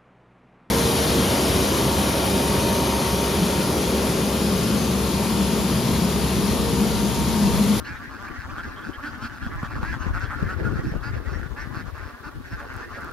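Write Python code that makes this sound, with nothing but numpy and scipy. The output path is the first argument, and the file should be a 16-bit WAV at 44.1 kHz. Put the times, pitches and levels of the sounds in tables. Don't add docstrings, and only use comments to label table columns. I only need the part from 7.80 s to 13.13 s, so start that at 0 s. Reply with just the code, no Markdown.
import sys
import numpy as np
from scipy import signal
from scipy.fft import rfft, irfft
from scipy.io import wavfile
from scipy.ndimage import uniform_filter1d

SR = 44100
rng = np.random.default_rng(int(sys.argv[2]) if len(sys.argv) > 2 else 0)


def write(x):
    x = np.atleast_2d(x).T
    wavfile.write(sys.argv[1], SR, np.round(np.clip(x, -1, 1) * 32767).astype(np.int16))


N = 235008

# start_s, length_s, level_db, pulse_hz, roughness_0_to_1, windpipe_start_hz, windpipe_end_hz,
# windpipe_width_hz, chest_db, upper_db
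NEAR_QUACKS = [(0.045, 0.06, -42, 235.3, 0.4, 1600, 1650, 480.0, -21, -16),
               (0.092, 0.045, -41, 166, 0.36, 1610, 1450, 430.0, -21, -23.5),
               (0.162, 0.02, -50, 107.6, 0.52, 1490.0, 1500.0, 340.0, -25.0, -21),
               (0.187, 0.08, -47.5, 135.1, 0.54, 1520, 1500, 340.0, -2.5, -24),
               (0.312, 0.073, -47, 106.7, 0.57, 1570, 1440, 420.0, -25.0, -18),
               (0.379, 0.077, -51.5, 141.7, 0.63, 1430.0, 1530, 400.0, -14, -18),
               (0.445, 0.042, -44, 164.2, 0.34, 1510, 1690, 360.0, -25.0, -21),
               (0.482, 0.043, -47, 154.6, 0.44, 1460.0, 1470, 418, -25.0, -31),
               (0.556, 0.043, -48.5, 109.5, 0.68, 1510, 1480, 330.0, -23, -22),
               (0.592, 0.042, -42, 181.0, 0.4, 1620.0, 1580, 410.0, -24, -20.5),
               (0.751, 0.079, -38.5, 164.7, 0.34, 1300, 1540, 493, -32, -29),
               (0.837, 0.017, -41, 107.5, 0.55, 1590, 1600, 270.0, -8, -21.5),
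               (0.867, 0.046, -53, 141.5, 0.13, 1540, 1450.0, 420.0, -23, -10),
               (0.918, 0.018, -49, 141, 0.4, 1350, 1340, 590.0, -25.0, -19),
               (0.944, 0.11, -46.5, 173.8, 0.35, 1320, 1550, 488, -30, -27),
               (1.042, 0.029, -41, 152.9, 0.43, 1520, 1530, 320.0, -5, -21),
               (1.074, 0.033, -46, 148.1, 0.12, 1550, 1420, 390.0, -4, -17.5),
               (1.114, 0.032, -47.5, 149, 0.33, 1380, 1530, 470.0, -26, -28),
               (1.182, 0.034, -41.5, 159.4, 0.52, 1160, 1330, 440.0, -24, -44),
               (1.233, 0.031, -37.5, 289.7, 0.32, 1620, 1530, 460.0, -4, -24),
               (1.263, 0.03, -37.5, 286.4, 0.45, 1480, 1380, 260.0, -8.5, -23),
               (1.322, 0.041, -47.5, 137.6, 0.55, 1300.0, 1430, 630.0, -4, -29),
               (1.388, 0.025, -52, 171.2, 0.2, 1540.0, 1540.0, 330.0, -27, -32),
               (1.417, 0.034, -38, 222.8, 0.4, 1350, 1350, 289, -4, -18.5),
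               (1.452, 0.023, -38, 225, 0.44, 1350, 1500, 395, -25.0, -18.5),
               (1.536, 0.055, -48.5, 166.5, 0.38, 1420, 1410, 480.0, -16, -18),
               (1.62, 0.059, -41.5, 107.8, 0.44, 1410, 1470, 328, -1.5, -21.5),
               (1.716, 0.046, -40.5, 160.3, 0.24, 1260, 1330, 496, -28, -37),
               (1.823, 0.056, -39.5, 109.2, 0.53, 1180, 1500, 634, -25, -28),
               (1.901, 0.055, -43, 108.8, 0.7, 1440, 1470, 490.0, -25, -22),
               (1.949, 0.048, -42.5, 110.6, 0.65, 1250, 1150, 524, -1.5, -22),
               (2.014, 0.058, -38.5, 109.1, 0.6, 1230, 1500, 670.0, -25.0, -25),
               (2.048, 0.08, -38, 321.6, 0.16, 1580, 1620.0, 420.0, -12, -22),
               (2.115, 0.033, -37, 162.7, 0.39, 1580, 1550, 408, -6.5, -24.5),
               (2.215, 0.046, -40, 243.6, 0.39, 1540, 1550, 340.0, -27, -21),
               (2.276, 0.035, -49.5, 106.7, 0.14, 1050, 1080, 410.0, -27, -37),
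               (2.343, 0.04, -34.5, 171, 0.3, 1520, 1190, 420, -23, -27.5),
               (2.408, 0.051, -37.5, 187.6, 0.28, 1540, 1410, 342, -23, -20.5),
               (2.506, 0.052, -35, 170.9, 0.54, 1310, 1390, 367, -32, -48),
               (2.575, 0.046, -40.5, 177.8, 0.32, 1410, 1460, 327, -28, -23.5),
               (2.628, 0.048, -43.5, 165.8, 0.4, 1670, 1500, 360.0, -23, -24),
               (2.685, 0.06, -34.5, 182.4, 0.31, 1385, 1410, 296, -23, -27.5),
               (2.771, 0.032, -49.5, 149.4, 0.5, 1550.0, 1150.0, 760.0, -25.0, -20),
               (2.832, 0.023, -42.5, 177.2, 0.2, 1470, 1430, 500, -21, -25),
               (2.855, 0.024, -35, 170, 0.21, 1380, 1440, 190.0, -23, -31),
               (2.904, 0.11, -43, 159.7, 0.5, 1410, 1360, 333, -25.0, -23),
               (3.03, 0.07, -44.5, 135.5, 0.48, 1470, 1540, 340.0, 3, -19.5),
               (3.106, 0.068, -56, 152.7, 0.5, 1570.0, 1280, 635, -20, -12),
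               (3.219, 0.088, -40.5, 277.4, 0.29, 1470, 1580, 463, -33, -20),
               (3.339, 0.054, -46, 160, 0.54, 1610.0, 1550, 430.0, -28, -18),
               (3.433, 0.042, -53, 107.8, 0.2, 1450.0, 1480, 560.0, -25.0, -18),
               (3.473, 0.087, -45, 140.5, 0.44, 1280, 1480, 420.0, -31, -18),
               (3.552, 0.13, -45.5, 108.9, 0.33, 1430, 1530, 374, -25, -25),
               (3.763, 0.091, -39.5, 289.3, 0.31, 1610.0, 1680, 433, -20, -23),
               (3.931, 0.099, -41.5, 153.4, 0.35, 1360, 1550, 530, -7, -19),
               (4.077, 0.02, -46.5, 175.2, 0.24, 1380, 1230, 494, -27, -23),
               (4.138, 0.075, -46.5, 154.3, 0.49, 1380, 1550, 640.0, -38, -23),
               (4.214, 0.034, -48, 166.8, 0.38, 1560, 1680, 550.0, -13, -22),
               (4.245, 0.082, -48, 143.1, 0.43, 1460, 1160, 624, -7, -19),
               (4.433, 0.065, -41.5, 288.8, 0.35, 1460, 1290, 405, -16, -22),
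               (4.668, 0.041, -53, 160.0, 0.4, 1600, 1560, 360.0, -25.0, -14),
               (4.713, 0.043, -41.5, 165.6, 0.15, 1510, 1520, 380.0, -12, -21.5),
               (4.787, 0.051, -42.5, 148.6, 0.36, 1520, 1480, 453, -15, -28),
               (4.85, 0.031, -53, 108.7, 0.33, 1420, 1340, 300.0, -25.0, -15),
               (4.922, 0.086, -45, 164.3, 0.44, 1410, 1380, 554, -23, -22.5),
               (4.993, 0.036, -46.5, 155.2, 0.23, 1540, 1610, 452, -27, -20),
               (5.024, 0.037, -43.5, 295, 0.19, 1770, 1720, 280, -27, -24),
               (5.123, 0.067, -43, 226, 0.18, 1740, 1550, 404, -25.0, -22),
               (5.175, 0.031, -42.5, 160.7, 0.3, 1370, 1360, 330.0, -8, -29),
               (5.214, 0.04, -41, 167.0, 0.36, 1500, 1410, 380.0, -31, -28),
               (5.26, 0.085, -42, 160.9, 0.46, 1310, 1390, 426, -26, -29)]
# start_s, length_s, level_db, pulse_hz, resonance_hz
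LOW_GRUNTS = [(.645, 0.029, -49, 129.3, 1250), (.76, 0.029, -50, 162, 1170), (.97, .04, -48.5, 160.4, 1150),
              (1.82, 0.035, -42, 108, 1060), (1.95, 0.041, -46, 109.2, 1100),
              (2.014, 0.044, -41.5, 108.7, 1060), (2.135, 0.012, -48, 118.5, 950),
              (2.278, 0.034, -44, 113.5, 1050), (2.365, 0.021, -46, 170.3, 1240),
              (2.5, 0.037, -44, 169.3, 1000), (2.797, .015, -50, 119, 804), (3.21, 0.044, -47, 130, 1110),
              (3.26, 0.041, -49.5, 140.8, 1070), (3.49, 0.039, -47.5, 134.7, 1140),
              (3.76, 0.034, -48, 138, 1050), (3.93, 0.053, -46.5, 111.8, 1060),
              (4.15, 0.039, -53, 150, 1070), (4.284, 0.033, -50.5, 141, 1060),
              (4.44, 0.045, -56, 138.9, 970), (4.81, 0.039, -48.5, 111.8, 610),
              (5.0, .04, -59, 149.4, 1010), (5.16, 0.035, -47.5, 108.9, 635)]
# start_s, length_s, level_db, resonance_hz
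HIGH_SQUEAKS = [(0.04, 0.05, -56, 4240), (0.048, 0.024, -54, 2800), (0.07, 0.094, -52, 2250),
                (0.476, 0.018, -52, 2330), (0.157, 0.025, -61, 3730), (0.695, 0.017, -56, 2470),
                (0.774, 0.045, -55.5, 3200), (0.958, 0.047, -54.5, 3210), (1.02, 0.024, -58, 3220),
                (1.13, 0.031, -51.5, 3100), (1.223, 0.081, -56.5, 3130), (1.254, 0.068, -61, 4760),
                (1.346, 0.025, -60, 3080), (1.415, 0.063, -53, 3120), (1.425, 0.045, -58, 4600),
                (1.616, 0.082, -57, 3250), (1.832, 0.043, -58.5, 3240), (1.88, 0.027, -56, 2490),
                (2.055, 0.07, -53, 2290), (2.118, 0.044, -56.5, 3240), (2.198, 0.028, -56, 6250),
                (2.206, 0.045, -54, 2760), (2.435, 0.043, -56, 3190), (2.697, 0.033, -55, 2760),
                (3.067, 0.051, -58.5, 5600), (3.236, 0.075, -55, 4800), (3.514, 0.073, -59, 5600),
                (3.772, 0.1, -54, 1980), (3.797, 0.035, -55, 5640), (3.961, 0.036, -61, 4370),
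                (4.701, 0.055, -61, 5300)]
# centre_hz (before any shift by the bird), width_hz
UPPER_RESONANCES = [(2650, 440), (4700, 3440)]
# time_s, level_db
FLOCK_LEVEL = [(0.0, -41.5), (1.19, -42), (1.5, -41), (2.58, -39), (2.9, -42), (3.34, -42.5), (3.78, -44.5),
               (4.26, -44.5), (4.51, -48.5), (4.76, -41), (4.88, -45), (5.1, -42.5), (5.33, -41.5)]
# frequency_hz, lead_radians
PORT_LEAD = [(0, 0), (600, 0.1), (860, -0.6), (1210, 0.2), (1460, -0.4), (1980, 1.7), (2500, -0.6),
             (3880, 1.0), (4740, 0.6), (6890, 2.5), (11400, 4.1), (13200, 3.0), (14200, 4.0), (16400, 1.5)]
# peak_s, level_db, pitch_hz, left_minus_right_db, left_first_ms
EDDY_THUMPS = [(0.11, -27, 90.4, -6, -6), (0.519, -35, 103, 23, -2), (0.886, -32, 102, -6, -5),
               (1.669, -18.5, 109.4, 0, -4), (1.759, -21, 101.7, 4, -2), (1.834, -16.5, 146, -3, 0.4),
               (1.962, -18.5, 92, -1, 1.5), (2.035, -14, 116.5, 4.5, 3.5), (2.266, -25, 146, 26, -2.5),
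               (2.311, -20, 94.3, 3, 5), (2.339, -22, 97, -1, -4.5), (2.63, -16, 129, 19.5, 4),
               (2.654, -24.5, 108, 13, 1.5), (2.677, -19, 139, 2, 2.5), (2.82, -25.5, 105.6, 24, 0),
               (2.852, -29, 163, 34, 2.5), (2.867, -32, 148, 39, 3), (2.923, -22.5, 111, 20, 1),
               (2.941, -23, 99.7, 17, 1.5), (2.962, -25, 133, 14, -1.5), (2.994, -19.5, 114, -15, 2.5),
               (3.072, -16, 101, 0, -1), (3.121, -17, 114.4, 2, 0.9), (3.15, -31, 131.5, 25, -3.5),
               (3.168, -21, 106.5, 9, 5.5), (3.315, -24, 87, 0, 7.5), (3.337, -31.5, 94.3, 30, 4.5),
               (3.37, -18, 79, 0, -3), (3.522, -40.5, 108.3, 46, -0.5), (3.56, -36, 123, 36, 1),
               (3.665, -36.5, 104.3, 35, 1.5), (3.876, -37.5, 133, 38, 4.5), (3.912, -28.5, 99, 16, -1.5),
               (3.974, -25.5, 132, 18, 2.5), (4.228, -41, 70.9, 35, -1), (4.736, -22, 120, -9.5, -3)]
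# start_s, level_db, pitch_hz, left_minus_right_db
PORT_FLAPS = [(1.087, -38, 353, -1.0), (2.266, -32, 393, -0.5), (2.727, -31.5, 490, -16),
              (2.799, -28, 433, -10), (2.845, -29, 417, -10), (2.884, -35, 371, -6.0),
              (2.931, -27, 358, -15), (2.997, -30, 406, -6.0), (3.139, -29.5, 563, -16),
              (3.164, -31, 431, -14.5), (3.859, -36, 353, -9), (4.017, -37, 371, -7), (4.195, -39, 406, -3),
              (4.853, -35.5, 490, -11.5), (4.898, -42, 549, -9), (4.916, -40, 614, -3.5)]
# time_s, left_db, right_db, reach, flutter_db
STEADY_WIND = [(0.0, -32, -51, 0.53, -50), (.32, -38.5, -72, 0.73, -50.5), (.7, -32.5, -37.5, 0.58, -55),
               (1.0, -38, -60, 0.81, -51), (1.35, -35.5, -48, 0.69, -49), (1.6, -37.5, -58, 0.67, -69),
               (1.9, -32.5, -46, 0.46, -59), (2.15, -25, -37, 0.46, -54), (2.55, -26.5, -67, 0.37, -49),
               (2.74, -26.5, -62, 0.55, -48), (2.88, -20.5, -58, 0.62, -29), (3.03, -27, -47, 0.7, -67),
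               (3.22, -26.5, -61, 0.41, -46.5), (3.55, -24, -59, 0.42, -37.5), (3.85, -31, -60, 0.55, -47),
               (4.2, -33.5, -73, 0.23, -46.5), (4.39, -46, -72, 0.79, -52), (4.8, -36.5, -74, 0.26, -46.5),
               (5.33, -37, -68, 0.65, -41)]
# peak_s, left_db, right_db, flutter_db
WIND_PUFFS = [(.115, -48, -33, -59), (.519, -30.5, -60, -65), (.883, -34, -33.5, -43.5),
              (1.094, -29, -61, -39.5), (1.432, -34, -33, -63), (1.636, -29, -29, -67),
              (1.711, -35, -32, -42.5), (1.766, -43, -25, -60), (1.836, -42, -29, -43),
              (1.96, -25, -23, -36.5), (2.029, -39, -43, -35.5), (2.115, -31, -29, -59),
              (2.268, -24, -45, -37), (2.311, -22.5, -22.5, -59), (2.375, -24, -36, -60),
              (2.445, -31, -46, -34.5), (2.632, -24, -24, -30.5), (2.684, -30, -48, -35),
              (2.815, -30, -57, -30.5), (2.93, -29, -29, -36.5), (2.991, -25, -26, -35.5),
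              (3.078, -36, -20, -60), (3.157, -23, -45, -31.5), (3.308, -25, -32, -57),
              (3.372, -36, -48, -38), (3.985, -30, -41, -44), (4.085, -25.5, -65, -42),
              (4.23, -27, -67, -43), (4.47, -30, -69, -56), (4.578, -27.5, -33, -56),
              (4.732, -26, -30.5, -62), (4.949, -27.5, -53, -61), (5.243, -33, -60, -44)]
# frequency_hz, relative_db_per_hz
DEEP_COLOUR = [(30, -35), (55, 31), (70, -7), (90, -3), (150, -26), (300, -26), (600, -92), (3000, -120)]
# frequency_hz, relative_db_per_hz
FULLER_COLOUR = [(30, 6), (55, -15.5), (70, 16.5), (90, -11), (150, -14.5), (300, -5.5), (600, -15),
                 (3000, -120)]
# frequency_hz, relative_db_per_hz
HISS_COLOUR = [(400, -33), (700, 19), (2000, 8), (4000, 8), (7700, -4), (12000, 0.5), (16000, -4.5)]
# start_s, level_db, left_minus_right_db
FOOT_TICKS = [(0.2389, -50, -1.0), (0.4244, -47, -1.5), (0.4858, -47, 0.0), (1.438, -47, -1.5),
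              (1.7609, -48, 1.5), (2.0293, -57, 0.5), (2.3965, -45, 0.0), (3.7474, -54, 1.0),
              (3.9414, -55, 0.5), (3.9564, -48, 3), (4.1813, -49, 1.0), (4.939, -43, 0.5), (4.965, -43, 9),
              (5.2086, -46, -2), (5.2465, -44, 8), (5.313, -45, 0.5)]

ATTACK, RELEASE = 0.29, 0.39
THROAT, THROAT_DB = 0.705, -13
CHEST_HZ, CHEST_WIDTH_HZ = 237.6, 50
NEAR_PAN_DB, SECOND_DB, THIRD_DB = -1, 2.5, 4.5
GRUNT_WIDTH_HZ, GRUNT_ROUGH = 420, .2
SQUEAK_PULSE_HZ, SQUEAK_ROUGH = 235, .19
SQUEAK_WIDTH_HZ, SQUEAK_RISE_HZ, SQUEAK_ARCH_HZ = 340, 120, 260
FLOCK_COUNT = 125

RUSH_DB, RUSH_HZ, RUSH_WIDTH_HZ = -24.5, 560, 250
FLAP_CYCLES = 0.4
PUFF_RISE_DB_PER_S, PUFF_FALL_DB_PER_S = 329, 307
FLUTTER_HZ, FLUTTER_WIDTH_HZ = 386, 284

HISS_DB = -53.5
EDGE_HZ = 15790


def near_ducks():
    out = np.zeros((2, N))
    for s, *voice, upper_db in NEAR_QUACKS:
        call = quack(*voice, upper_db + SECOND_DB, upper_db + THIRD_DB)
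        add(out, s - .012, call, NEAR_PAN_DB)
    for s, length, db, pulse_hz, hz in LOW_GRUNTS:
        drive = syrinx(length, pulse_hz, GRUNT_ROUGH)
        grunt = glide(drive, hz, hz, GRUNT_WIDTH_HZ)
        add(out, s - .012, gain_of(db) * grunt, NEAR_PAN_DB)
    for s, length, db, hz in HIGH_SQUEAKS:
        drive = syrinx(length - .01, SQUEAK_PULSE_HZ, SQUEAK_ROUGH)
        low_hz, high_hz = hz - SQUEAK_RISE_HZ / 2, hz + SQUEAK_RISE_HZ / 2
        squeak = glide(drive, low_hz, high_hz, SQUEAK_WIDTH_HZ, SQUEAK_ARCH_HZ / hz)
        add(out, s - .008, gain_of(db) * squeak, 0)
    return out


def quack(length, db, pulse_hz, rough, start_hz, end_hz, width, chest_db, second_db, third_db, shift=1):
    drive = syrinx(length, pulse_hz, rough)
    windpipe = glide(drive, start_hz, end_hz, max(width, 200))
    throat = glide(drive, THROAT * start_hz, THROAT * end_hz, 530)
    chest = resonate(resonate(drive, CHEST_HZ, CHEST_WIDTH_HZ), CHEST_HZ, 2 * CHEST_WIDTH_HZ)
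    out = windpipe + gain_of(THROAT_DB) * throat - gain_of(chest_db) * evened(chest)

    rattle = signal.lfilter([1], [1, -.975], abs(drive)) * rng.standard_normal(len(drive))
    rasp = 0.81 * evened(drive) + evened(rattle)
    for upper_db, (hz, wide) in zip((second_db, third_db), UPPER_RESONANCES):
        ring = resonate(resonate(rasp, hz * shift, wide), hz * shift, wide)
        out = out - gain_of(upper_db) * evened(ring)
    return gain_of(db) * out


def syrinx(length, pulse_hz, rough):
    count = round((length + .025) * SR)
    jitter, breath_noise, size = rng.standard_normal((6500, 3), dtype=np.float32)[:count].T
    u = np.linspace(0, 1, len(jitter))
    pitch_arch = .92 + .12 * np.sin(2.6 * u)
    wobble = 1 + 1.2 * rough * uniform_filter1d(jitter, size=150)
    turns = np.cumsum(pulse_hz * pitch_arch * wobble) / SR
    pulses = np.diff(np.floor(turns), prepend=-1) * gain_of(5 * rough * size)
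    puffs = (.15 + np.exp(-(turns % 1) / .25)) * breath_noise
    noise_share = np.clip(rough, 0, .6)
    swell = np.sin(np.pi / 2 * np.clip(np.minimum(u / ATTACK, (1 - u) / RELEASE), 0, 1)) ** 2
    drive = ((1 - noise_share) * evened(pulses) + noise_share * evened(puffs)) * swell
    return np.pad(drive, (0, 400))


def glide(x, start_hz, end_hz, width, arch=0.018):
    u = np.linspace(0, 1, len(x))
    straight_hz = start_hz + (end_hz - start_hz) * u
    hz = straight_hz * (1 + arch * (np.sin(np.pi * u) - .7))
    turn = np.exp(2j * np.pi * np.cumsum(hz) / SR)
    r = np.exp(-np.pi * width / SR)
    smooth = signal.lfilter([1], [1, -2 * r, r * r], x / turn)
    return evened((turn * smooth).real)


def breath(calls):
    effort = np.sqrt(abs(uniform_filter1d(calls ** 2, size=500, axis=1)))
    air = evened(resonate(rng.standard_normal((N, 2)).T, 5800, 10000))
    return gain_of(-25.0) * effort * air


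def flock():
    out = np.zeros((2, N))
    order = rng.permuted(np.tile(np.arange(FLOCK_COUNT), (4, 1)), axis=1).T
    for slots, traits in zip(order, rng.random((FLOCK_COUNT, 12))):
        when, long, loud, pitch, rough, neck, slide, chest, second, third, bill, bearing = traits
        pipe_hz = 1100 + 780 * neck
        voice = quack(
            length=.015 + .045 * long, db=13 * loud,
            pulse_hz=120 * 2.4 ** pitch, rough=.1 + .26 * rough,
            start_hz=pipe_hz, end_hz=pipe_hz + 450 * (slide - .6), width=320 + 240 * bill,
            chest_db=-14 + 3.4 * chest, second_db=-21 + 2.3 * second, third_db=-23.5 + 7.7 * third,
            shift=0.878 + .5 * bill)
        for slot in slots:
            s = (slot + when) / FLOCK_COUNT * (N / SR)
            add(out, s, voice, 0.82 * (bearing - .5), lag=round(6 * (bearing - .5)))
    out = np.roll(out, round(-.03 * SR), axis=1)
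    s, db = np.transpose(FLOCK_LEVEL)
    return evened(out) * gain_of(np.interp(np.arange(N) / SR, s, db))


def field(x):
    t = np.arange(5000) / SR
    sparse = rng.standard_normal((2, len(t))) * (rng.random((2, len(t))) < .05)
    taps = sparse * gain_of(-60 * t / .08)
    taps = taps / np.linalg.norm(taps, axis=1, keepdims=True)
    tail = signal.fftconvolve(x, taps, axes=1)[:, :N]
    dull_hz = 7200
    dull = signal.butter(3, dull_hz, fs=SR, output="sos")
    return signal.sosfilt(dull, x + gain_of(-7.5) * tail)


def ports(x):
    lead = read(PORT_LEAD, np.fft.rfftfreq(N, 1 / SR))
    return irfft(rfft(x) * np.exp(.5j * np.array([lead, -lead])), N)


def thumps():
    out = np.zeros((2, N))
    rushes = rng.standard_normal((len(EDDY_THUMPS), 1600))
    for (s, db, hz, pan_db, first_ms), rush in zip(EDDY_THUMPS, rushes):
        u = np.arange(-SR / hz, SR / hz) * hz / SR
        burst = evened(resonate(rush, RUSH_HZ, RUSH_WIDTH_HZ))[:len(u)]
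        push = gain_of(RUSH_DB) * burst - np.cos(2 * np.pi * u)
        thump = gain_of(db) * push * np.exp(-(u / 0.36) ** 2)
        add(out, s - 1 / hz, thump, pan_db, lag=round(-first_ms * SR / 2000))
    return out


def flaps():
    out = np.zeros((2, N))
    for s, db, hz, pan_db in PORT_FLAPS:
        u = np.arange(0, 4 * SR / hz) * hz / SR
        envelope = u / FLAP_CYCLES * np.exp(1 - u / FLAP_CYCLES)
        add(out, s, gain_of(db) * np.sin(2 * np.pi * u) * envelope, pan_db)
    return out


def wind():
    s, _, _, reach, _ = np.transpose(STEADY_WIND)

    def colour(hz, t):
        fuller = np.clip(np.interp(t, s, reach), 0, 1.3)
        return (1 - fuller) * read(DEEP_COLOUR, hz) + fuller * read(FULLER_COLOUR, hz)

    rumble = noise(colour, size=1024, lumpy_db=2.5, patchy_db=4, lump=3, bins=2)
    rumble = rumble / np.sqrt(uniform_filter1d(rumble ** 2, size=5000, axis=1) + 1e-20)
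    left, right, flutter = wind_levels()

    eddies, bursts = rng.standard_normal((N, 2)).T
    burst_db = 5 * np.tanh(evened(uniform_filter1d(bursts, size=500)))
    eddies = eddies * gain_of(burst_db)
    eddies = resonate(resonate(eddies, FLUTTER_HZ, FLUTTER_WIDTH_HZ), FLUTTER_HZ, FLUTTER_WIDTH_HZ)
    return np.array([left * rumble[0], right * rumble[1] + flutter * evened(eddies)])


def wind_levels():
    s, left_db, right_db, _, flutter_db = np.transpose(STEADY_WIND)
    t = np.arange(0, N + 64, 64) / SR
    steady_db = [np.interp(t, s, db) for db in (left_db, right_db, flutter_db)]
    power = gain_of(steady_db) ** 2
    for peak_s, *peak_db in WIND_PUFFS:
        under_db = np.maximum(PUFF_RISE_DB_PER_S * (peak_s - t), PUFF_FALL_DB_PER_S * (t - peak_s))
        power = power + gain_of(np.array(peak_db)[:, None] - under_db) ** 2
    return [np.interp(np.arange(N) / SR, t, np.sqrt(p)) for p in power]


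def rustle():
    def colour(hz, t):
        return read(HISS_COLOUR, hz) + 0 * t

    hiss = noise(colour, size=256, lumpy_db=1.1, patchy_db=1.1, lump=5, bins=15)
    out = gain_of(HISS_DB) * evened(hiss)
    small = [(s * N / SR, -63 + 7 * loud, 8 * side - 4) for s, loud, side in rng.random((200, 3))]
    for s, db, pan_db in FOOT_TICKS + small:
        snap = rng.standard_normal(132) * gain_of(-60 * np.arange(132) / SR / 0.013)
        add(out, s, gain_of(db) * resonate(snap, 9700, 8900), pan_db)
    return out


def noise(db_of, size, lumpy_db, patchy_db, lump, bins):
    hop = size // 4
    frames, hz = N // hop + 5, np.fft.rfftfreq(size, 1 / SR)
    real, imaginary, patches = rng.standard_normal((frames, len(hz), 2, 3)).T
    patches = uniform_filter1d(patches, lump, axis=2)
    patches = evened(uniform_filter1d(patches, bins, axis=1))
    lumps = evened(uniform_filter1d(rng.standard_normal((frames, 2)).T, lump, axis=1))
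    level_db = db_of(hz[:, None], np.arange(frames) * hop / SR)
    level_db = level_db + lumpy_db * lumps[:, None] + patchy_db * patches
    spectrum = (real + 1j * imaginary) * gain_of(level_db)
    return signal.istft(spectrum, nperseg=size, noverlap=size - hop)[1][:, :N]


def resonate(x, hz, width):
    return signal.lfilter(*signal.iirpeak(hz, hz / width, SR), x)


def add(mix, s, sound, pan_db, lag=0):
    for side, sign in enumerate((1, -1)):
        start = max(round(s * SR) + sign * lag, 0)
        part = mix[side, start:][:len(sound)]
        part += sound[:len(part)] * gain_of(sign * pan_db / 2)


def read(points, hz):
    f, value = np.transpose(points)
    return np.interp(np.log(hz + 1), np.log(f + 1), value)


def evened(x):
    return x / np.sqrt(np.mean(x ** 2) + 1e-20)


def gain_of(db):
    return 10 ** (np.asarray(db) / 20)


def scene():
    near = near_ducks()
    birds = ports(field(near + flock()))
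    gust = wind() + thumps() + flaps()
    return birds + breath(near) + gust + rustle()


def record(dry):
    bass_hz = 38
    dry = signal.sosfilt(signal.butter(2, bass_hz, "high", fs=SR, output="sos"), dry)
    band_limit = signal.firwin(1023, EDGE_HZ, window=("kaiser", 9), fs=SR)
    return signal.oaconvolve(dry, band_limit[None], "same")


dry = scene()
out = record(dry)
write(out)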